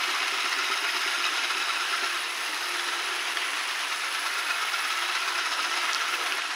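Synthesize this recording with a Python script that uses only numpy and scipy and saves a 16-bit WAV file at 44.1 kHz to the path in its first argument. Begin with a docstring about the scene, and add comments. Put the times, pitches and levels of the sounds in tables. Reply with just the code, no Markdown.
"""A living room with a hard floor: a robot vacuum works a few steps from a phone. Its fan is shaped noise.
Its brush turns about eight times a second; each turn two bristle rows scratch the boards (noise in swells),
thump the body and load a rough gear whine. Wheels rumble and hum, and jolt twice over board seams;
grit ticks in the shell. At the very end the machine is heard from farther away and its hiss dulls."""
import sys
import numpy as np
from scipy import signal
from scipy.fft import rfft, irfft, next_fast_len
from scipy.io import wavfile
from scipy.ndimage import uniform_filter1d, map_coordinates

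SR = 44100
rng = np.random.default_rng(int(sys.argv[2]) if len(sys.argv) > 2 else 0)


def pcm_store(signal):
    """Save signal as 16-bit PCM."""
    levels = np.round(np.clip(np.atleast_2d(signal), -1, 1) * 32767)
    wavfile.write(sys.argv[1], SR, levels.astype(np.int16).T)


N = 288855  # length in samples

# the brush runs faster in the middle, where it bites less:
# (t/s, turns done, gear swell of row one/dB, of row two/dB, rasp swell of row one/dB, of row two/dB,
#  thump level/dB)
BRUSH_TURNS = [(-.045, -1, 6, 5.5, 1.5, 2, -37), (.453, 3, 7, 2, 2.5, 2.5, -35),
               (.944, 7, 8.5, 1, 2.5, 2, -35), (1.185, 9, 9, 9, 1, 3.5, -40),
               (1.55, 12, 9.5, 6, 1.5, 2, -37.5), (1.79, 14, 12, -11, 1, 0.5, -46),
               (2.03, 16, 10, -2, 2, 0.5, -35), (2.27, 18, 5, -8, -1.5, -1, -48),
               (2.855, 23, 11, 10, 2, 2, -52), (3.33, 27, 4, -4, -3, 0.5, -50),
               (3.56, 29, 6, -4, 1.5, -1, -65), (4.135, 34, 7, -5, 2, -1, -54),
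               (4.718, 39, 10.5, 5, 3.5, 1, -48), (4.96, 41, 9, 6.5, 0.5, 3.5, -49),
               (5.575, 46, 9.5, 9, 2, 3.5, -56), (6.191, 51, 9, 9.5, 2.5, 4.5, -53),
               (6.68, 55, 13, 6, -2, 0.5, -52)]


def amp(db):
    """Decibels to a plain factor."""
    return 10 ** (np.asarray(db) / 20)


def unit(x):
    """Scaled to rms 1."""
    return x / np.sqrt(np.mean(x ** 2) + 1e-20)


def along(points, hz):
    """Read (f/Hz, value) points at any frequency, on a log frequency axis."""
    f, value = np.transpose(points)
    return np.interp(np.log(hz + 1), np.log(f + 1), value)


def curves(rows):
    """One value per sample for each column after the time."""
    s, *columns = np.transpose(rows)
    return [np.interp(np.arange(N) / SR, s, column) for column in columns]


def wobble(rate):
    """A smooth random curve through `rate` random points a second."""
    points = rng.standard_normal(int(N * rate / SR) + 4)
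    return map_coordinates(points, [np.arange(N) * rate / SR])


def filtered(x, response):
    """x with each frequency multiplied by response(frequency)."""
    m = next_fast_len(N + SR // 2)  # spare room so that the end does not wrap to the start
    return irfft(rfft(x, m) * response(np.fft.rfftfreq(m, 1 / SR)), m)[..., :N]


def boosted(x, band, boost_db):
    """x with one band raised or lowered over time."""
    centre, width = band
    in_band = filtered(x, lambda f: np.exp(-2 * ((f - centre) / width) ** 2))
    return x + (amp(boost_db) - 1) * in_band


def patches(shape, across_pitch, across_time):
    """Random values of rms 1, smoothed over neighbouring pitches and moments."""
    field = uniform_filter1d(rng.standard_normal(shape), size=across_pitch, axis=0)
    return unit(uniform_filter1d(field, size=across_time, axis=1))


def rush(gain, patchy_db, spiky_db):
    """Noise of rms 1 with patches of random gain in time and pitch, and fast spikes."""
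    spiky = rng.standard_normal(N) * amp(spiky_db * wobble(900))
    z = signal.stft(spiky, nperseg=512)[2]
    z = z * amp(patchy_db * patches(z.shape, 8, 5))
    return unit(filtered(signal.istft(z, nperseg=512)[1][:N], gain))


def speed():
    """Brush turns a second, smoothed over half a second by the motor's inertia."""
    turns = curves(BRUSH_TURNS)[0]
    return uniform_filter1d(np.gradient(turns) * SR, size=SR // 2)


def fan(level_db, bright_db, lift_db):
    """Suction hiss with a broad whistle; its top end follows the brightness."""
    # colour of the moving air: (f/Hz, relative level per Hz/dB)
    air = [(3820, -41), (6500, -3), (7440, -4.5), (9540, -3), (10100, 3.5), (10500, 5.5), (11500, -8),
           (12200, -6.5), (13700, -14), (15100, -9), (15600, -15)]
    hiss = rush(lambda f: amp(along(air, f)), patchy_db=1.0, spiky_db=2.3)
    top = filtered(hiss, lambda f: 1 / (1 + (11400 / (f + 1)) ** 16))
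    gust_db = 0.22 * lift_db + 0.13 * wobble(12) + 0.48 * wobble(35)
    top_gain = amp(bright_db + 0.52 * gust_db)
    return amp(level_db + gust_db) * (hiss + (top_gain - 1) * top)


def sweeps():
    """When each bristle row lands, its gear and rasp swells, and its thump on the body."""
    row_two = 0.45  # the second row's place in the turn
    row_two_thump_db = -9.5  # the second row strikes more softly
    uneven_s, uneven = 0.0036, 0.092  # scatter of each sweep in time, and in size as a share
    thump_hz = 382.8  # the body's ring, before a small scatter
    s, turns, gear_one, gear_two, rasp_one, rasp_two, thump_db = np.transpose(BRUSH_TURNS)
    whole = np.arange(np.ceil(turns[0]), turns[-1])
    one = np.interp(whole, turns, s)
    two = np.interp(whole + row_two, turns, s)

    def both_rows(first, second):
        return np.r_[np.interp(one, s, first), np.interp(two, s, second)]

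    gear = both_rows(gear_one, gear_two)
    rasp = both_rows(rasp_one, rasp_two)
    strike_db = both_rows(thump_db, thump_db + row_two_thump_db)
    chance = rng.standard_normal((len(gear), 3))
    landings = np.r_[one, two] + uneven_s * chance[:, 0]
    thumps = []
    for at, db, (size, tone) in zip(landings, strike_db, rng.standard_normal((len(gear), 2))):
        if 0 < at < N / SR:
            thumps.append((at, db + 1.3 * size, thump_hz * (1 + 0.02 * tone)))
    return landings, gear * (1 + uneven * chance[:, 1]), rasp * (1 + uneven * chance[:, 2]), thumps


def swell(landings, lift_db, rise, fall):
    """Lift in dB: one hump per sweep, with its own rise and fall in seconds."""
    t = np.arange(N)[::64] / SR  # a coarse clock is enough for slow humps
    late = t[:, None] - landings
    hump = np.exp(-.5 * (late / np.where(late < 0, rise, fall)) ** 2)
    return np.interp(np.arange(N) / SR, t, hump @ lift_db)


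def brush(level_db, lift_db):
    """Bristles scratch the boards: noise that sounds through the resonant shell."""
    # colour of the scratching: (f/Hz, relative level per Hz/dB)
    rasp = [(260, -49), (450, -18), (672, -13.5), (734, -9), (781, -10), (1660, 0), (1950, -2), (2880, -4),
            (6180, -13.5), (7460, -26.5), (9000, -27.5), (11700, -40), (19800, -120)]
    # ringing of the plastic body: (f/Hz, width/Hz, level over the rasp/dB)
    shell = [(688.4, 28, 3.5), (983, 310, -4.5), (1720, 27, -36), (2100, 150, -13), (2826, 78, -6.5),
             (3320, 250, -24)]

    def response(f):
        rings = sum(amp(db) * w * w / (w * w + 4 * (f - c) ** 2) for c, w, db in shell)
        return amp(along(rasp, f)) * (1 + rings)

    return amp(level_db + lift_db) * rush(response, patchy_db=1.0, spiky_db=1.22)


def dust(level_db, lift_db, rate, fall):
    """Countless small grains and bristle tips: sudden ticks that die away, denser in each sweep."""
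    when, size = rng.random((2, N))
    hits = (when < rate / SR * amp(1.5 * lift_db)) * amp(4 * size)
    fade = np.exp(-np.arange(SR // 40) / SR / fall)
    bursts = signal.fftconvolve(hits, fade)[:N] * rng.standard_normal(N)
    # (f/Hz, relative level/dB)
    colour = [(900, -33), (2500, -7.0), (6000, -7.0), (8000, -20), (11500, -21), (15000, -22)]
    return amp(level_db - 16) * unit(filtered(bursts, lambda f: amp(along(colour, f))))


def gears(growl_db, whine_db, gear_lift, rasp_lift):
    """Worn teeth: the housing growls with every load; the mesh partials flutter into fuzzy lines."""
    mesh_hz, growl_width_hz = 1288.4, 170  # tooth contacts a second; breadth of the growl
    # where the gear housing rings as the load shifts: (t/s, f/Hz)
    growl_hz = [(0.0, 1320), (1.14, 1360), (1.27, 1290), (1.34, 1350), (2.26, 1320), (3.37, 1370),
                (3.44, 1330), (4.72, 1360), (4.83, 1310), (5.39, 1360), (5.57, 1320), (6.5, 1330)]
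    # shares of the rough and the pitched part of the growl: (rough, pitched)
    growl_mix = np.array([.6, .85])
    # upper tooth contacts: (multiple of the mesh pitch, level/dB, flutter rate/Hz)
    mesh = [(3, 1, 380), (4, -0.5, 340), (4, -1, 850), (5, -6.5, 500)]
    centre_hz, = curves(growl_hz)
    centre_turn = 2 * np.pi * np.cumsum(centre_hz) / SR
    rough = wobble(1.3 * growl_width_hz) * np.sin(centre_turn + 3 * wobble(20))
    wandering_hz = centre_hz + .3 * growl_width_hz * wobble(120)
    pitched = np.sin(2 * np.pi * np.cumsum(wandering_hz) / SR)
    growl = amp(growl_db + gear_lift) * (growl_mix @ [rough, pitched])

    turn = 2 * np.pi * np.cumsum(mesh_hz * (1 + .003 * wobble(3) + .008 * wobble(14))) / SR
    second = amp(growl_db - 4.0 + 0.5 * gear_lift) * (0.7 + wobble(110)) * np.sin(2 * turn)
    whine = sum(amp(db + 0.72 * wobble(7)) * wobble(hz) * np.sin(k * turn) for k, db, hz in mesh)
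    return growl + second + amp(whine_db + 0.2 * gear_lift + 1.2 * rasp_lift) * whine


def wheels(rumble_db, lift_db):
    """Rolling rumble made of low noise, with narrow wavering drones."""
    # colour of the rolling: (f/Hz, relative level per Hz/dB)
    rumble = [(15, -83), (25, -54), (130, -30.5), (216, -15), (243, -15), (285, -3.5), (357, 2),
              (492, -4.5), (600, -7.5), (780, -6), (1320, -120)]
    # wavering low tones: (f/Hz, wavering rate/Hz, level over the rumble/dB)
    low_tones = [(298, 20, -5.5), (392, 12, -6.5)]
    t = np.arange(N) / SR
    drones = sum(amp(db) * wobble(w) * np.sin(2 * np.pi * c * t) for c, w, db in low_tones)
    roll = rush(lambda f: amp(along(rumble, f)), patchy_db=1.1, spiky_db=0)
    return amp(rumble_db + 0.076 * lift_db) * (roll + drones)


def hum():
    """The wheel motor's clean tone: one sine of drifting pitch and level."""
    # the wheel motor: (t/s, f/Hz, level/dB)
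    motor = [(0, 347, -61), (.4, 349, -54), (1.05, 346.7, -56), (1.3, 350.5, -49.5), (1.75, 347.6, -67),
             (2.05, 347, -49), (2.55, 349.7, -60), (2.66, 351, -48), (3.05, 350, -48.5), (3.38, 348, -50),
             (3.45, 382, -50), (3.52, 385, -72), (4.9, 351.3, -63.5), (5.03, 350, -46), (5.22, 350, -59.5),
             (5.36, 350.5, -49), (5.5, 350.5, -56.5), (5.75, 352, -45), (6.03, 351.5, -55.5),
             (6.15, 352, -46.5), (6.42, 348, -57)]
    hz, hum_db = curves(motor)
    return amp(hum_db + 0.9 * wobble(15)) * np.sin(2 * np.pi * np.cumsum(hz) / SR)


def jolts(knocks, rise, fall):
    """Low knocks, (t/s, level/dB, f/Hz): a thud through the whole body, then a short ring."""
    out, t = np.zeros(N + SR), np.arange(SR // 5) / SR
    for s, db, hz in knocks:
        ring = np.sin(2 * np.pi * hz * t)
        ring += 0.5 * np.sin(2 * np.pi * .91 * hz * t)
        ring += 0.34 * np.sin(2 * np.pi * (.77 * hz * t + rng.random()))
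        ring *= (1 - np.exp(-t / rise)) * np.exp(-t / fall)
        thud = 0.9 * np.sin(2 * np.pi * 0.78 * hz * t) * np.exp(-t / 0.0032)
        out[round(s * SR):][:len(t)] += amp(db) * (ring + thud)
    return filtered(out[:N], lambda f: 1 / (1 + (215 / (f + 1)) ** 8))


def echoes(x, ripple_db):
    """Floor and wall echoes ripple the spectrum finely; the ripples shift as the machine moves."""
    z = signal.stft(x, nperseg=2048)[2]
    z = z * amp(ripple_db * patches(z.shape, 2, 12))
    return signal.istft(z, nperseg=2048)[1][:N]


def spread(x, t60):
    """A faint stereo spread: a short fading noise tail, to be added opposite in left and right."""
    # level of the spread against the centre: (f/Hz, level/dB)
    width = [(60, -18), (110, -19), (200, -18), (380, -23.5), (700, -16), (1290, -32.5), (2380, -23),
             (4400, -41), (8120, -66), (15000, -45)]
    t = np.arange(SR // 4) / SR
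    tail = rng.standard_normal(len(t)) * amp(-60 * t / t60)
    smeared = signal.fftconvolve(x, tail / np.linalg.norm(tail))[:N]
    return filtered(smeared, lambda f: amp(along(width, f)))


def grit():
    """Each grain snaps at its own pitch; the longer ones add more upper ring and a short crack."""
    # grit striking the shell: (t/s, strike level/dB, f/Hz, time to fall by 60 dB/s, left over right/dB)
    grains = [(.2039, -18, 2400, 0.011, 1), (0.319, -15, 2600, .008, 1), (.6873, -15.5, 2090, 0.0094, 2),
              (1.242, -9, 2820, 0.0068, 0.5), (1.364, -17, 3900, 0.0067, 0.5),
              (1.624, -22, 3000, 0.0066, 0), (2.432, -21, 4500, .002, 0), (2.7957, -12.5, 1750, .013, 0),
              (3.3710, -13.5, 1750, .018, 0), (3.54, -20, 3300, .008, 1), (3.857, -15, 3500, 0.0034, 1),
              (4.6992, -16, 2000, 0.0091, 1), (5.1387, -20.5, 3500, 0.0044, 0),
              (5.5069, -22, 2100, .008, 3), (5.6301, -17, 2800, 0.0055, -1), (5.9325, 2.5, 5400, .001, -1),
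              (5.9476, 1, 4700, .0012, -9), (6.2394, -15, 1710, 0.0087, 0), (6.322, -13, 2620, 0.0082, -3),
              (6.42, -13, 2480, 0.007, 1)]
    upper_ring = 1.87  # second ring of a grain over its pitch
    out, t = np.zeros((2, N + SR)), np.arange(SR // 20) / SR
    for s, db, hz, t60, pan_db in grains:
        body = np.clip(t60 / .025, 0, .8)
        crack = 3 * uniform_filter1d(rng.standard_normal(len(t)), size=6) * amp(-30 * t / t60)
        upper = np.sin(2 * np.pi * upper_ring * hz * t)
        tick = np.sin(2 * np.pi * hz * t) + body * (upper + crack)
        tick *= amp(db - 60 * t / t60) * (1 - np.exp(-t / (.00012 + t60 / 40)))
        sides = amp([[pan_db / 2], [-pan_db / 2]])
        out[:, round(s * SR):][:, :len(t)] += sides * tick
    return filtered(out[:, :N], lambda f: 1 / (1 + (f / 9500) ** 6) / (1 + (1100 / (f + 1)) ** 4))


def farther(x):
    """From a greater distance the treble and the rumble fade."""
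    farther_s, change_s = 6.398, 0.0049  # when it begins and how long the change takes
    # (f/Hz, level/dB)
    loss = [(300, -7.0), (1500, -0.5), (8000, -1.2), (10000, -5.5), (13000, -7)]
    dull = filtered(x, lambda f: amp(along(loss, f)))
    away = np.clip((np.arange(N) / SR - farther_s) / change_s, 0, 1)
    return x + away * (dull - x)


def scene():
    """All parts of the machine add up near the centre, slightly right, with grit on top."""
    # the machine: (t/s, gear growl/dB, upper whine/dB, brush rasp/dB, hiss brightness/dB, rumble/dB)
    machine = [(0, -36.5, -44, -30, 0, -49), (.85, -36.5, -41, -31, 0.5, -55.5),
               (1.5, -37.5, -40.5, -31, -2, -52), (2.08, -35, -43, -30.5, 0, -52),
               (2.25, -42.5, -46.5, -31.5, 1, -51.5), (2.9, -40.5, -45, -31.5, -2, -52.5),
               (3.4, -42, -51, -30.5, -1.5, -51.5), (4.0, -40.5, -48, -31, -2, -53),
               (4.45, -34, -48, -31, 2, -53.5), (4.8, -39, -46, -31, 3, -55.5),
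               (5.6, -37, -42.5, -31, -1.5, -51.5), (6.1, -37.5, -49, -30.5, 1, -52.5),
               (6.39, -41.5, -52, -31, -3, -51)]
    # the tone shifts as the machine turns: (t/s, boost of the rasp/dB, boost of the hiss/dB)
    tone_shift = [(0, 1, 4), (.45, 1, -6), (.9, 2, 4), (1.8, 1.5, -3), (2.6, 0, 4), (2.9, -1, -2),
                  (3.3, 2, 1), (3.65, 0, -4), (4.2, -2, 2), (4.9, 0.5, -1), (5.5, 0, -2.5), (6, 0, 0),
                  (6.35, -1, 5)]
    presence, sheen = (2700, 930), (11700, 1000)  # bands shifted in rasp and hiss: (f/Hz, width/Hz)
    # wheels jolting over board seams: (t/s, level/dB, f/Hz)
    seams = [(2.94, -44, 445), (6.165, -37, 500)]
    gear_lag_s, rasp_lag_s = 0.022, 0.015  # delay of the swells after a row lands

    growl_db, whine_db, rasp_db, bright_db, rumble_db = curves(machine)
    presence_db, sheen_db = curves(tone_shift)
    landings, gear_db, scratch_db, thumps = sweeps()
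    gear_lift = swell(landings + gear_lag_s, gear_db, rise=0.0067, fall=0.01)
    rasp_lift = swell(landings + rasp_lag_s, scratch_db, rise=0.004, fall=0.014)

    air_db = -46 + 2 * (speed() - 8)  # 2 dB more for each turn a second above eight
    hiss = boosted(fan(air_db, bright_db, rasp_lift), sheen, sheen_db)
    rasp = boosted(brush(rasp_db, rasp_lift), presence, presence_db)
    ticks = dust(rasp_db, rasp_lift, rate=70, fall=0.0022)
    teeth = gears(growl_db, whine_db, gear_lift, rasp_lift)
    rolling = wheels(rumble_db, gear_lift)
    knocks = jolts(thumps, rise=0.003, fall=0.024) + jolts(seams, rise=0.017, fall=0.059)

    rippled = echoes(rolling + rasp + hiss, ripple_db=1.5)
    robot = farther(rippled + teeth + knocks + ticks + hum())
    side = spread(robot, t60=0.14)
    lean = filtered(robot, lambda f: 0.022 / (1 + (f / 3500) ** 4))  # the lean shows below the treble
    return robot + np.array([side - lean, lean - side]) + grit()


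def record(dry):
    """The phone cuts the bass and keeps nothing above its band limit."""
    top_hz, bass_hz = 15760, 90
    return filtered(dry, lambda hz: (hz < top_hz) / (1 + (bass_hz / (hz + 1)) ** 4))


dry = scene()
out = record(dry)
pcm_store(out)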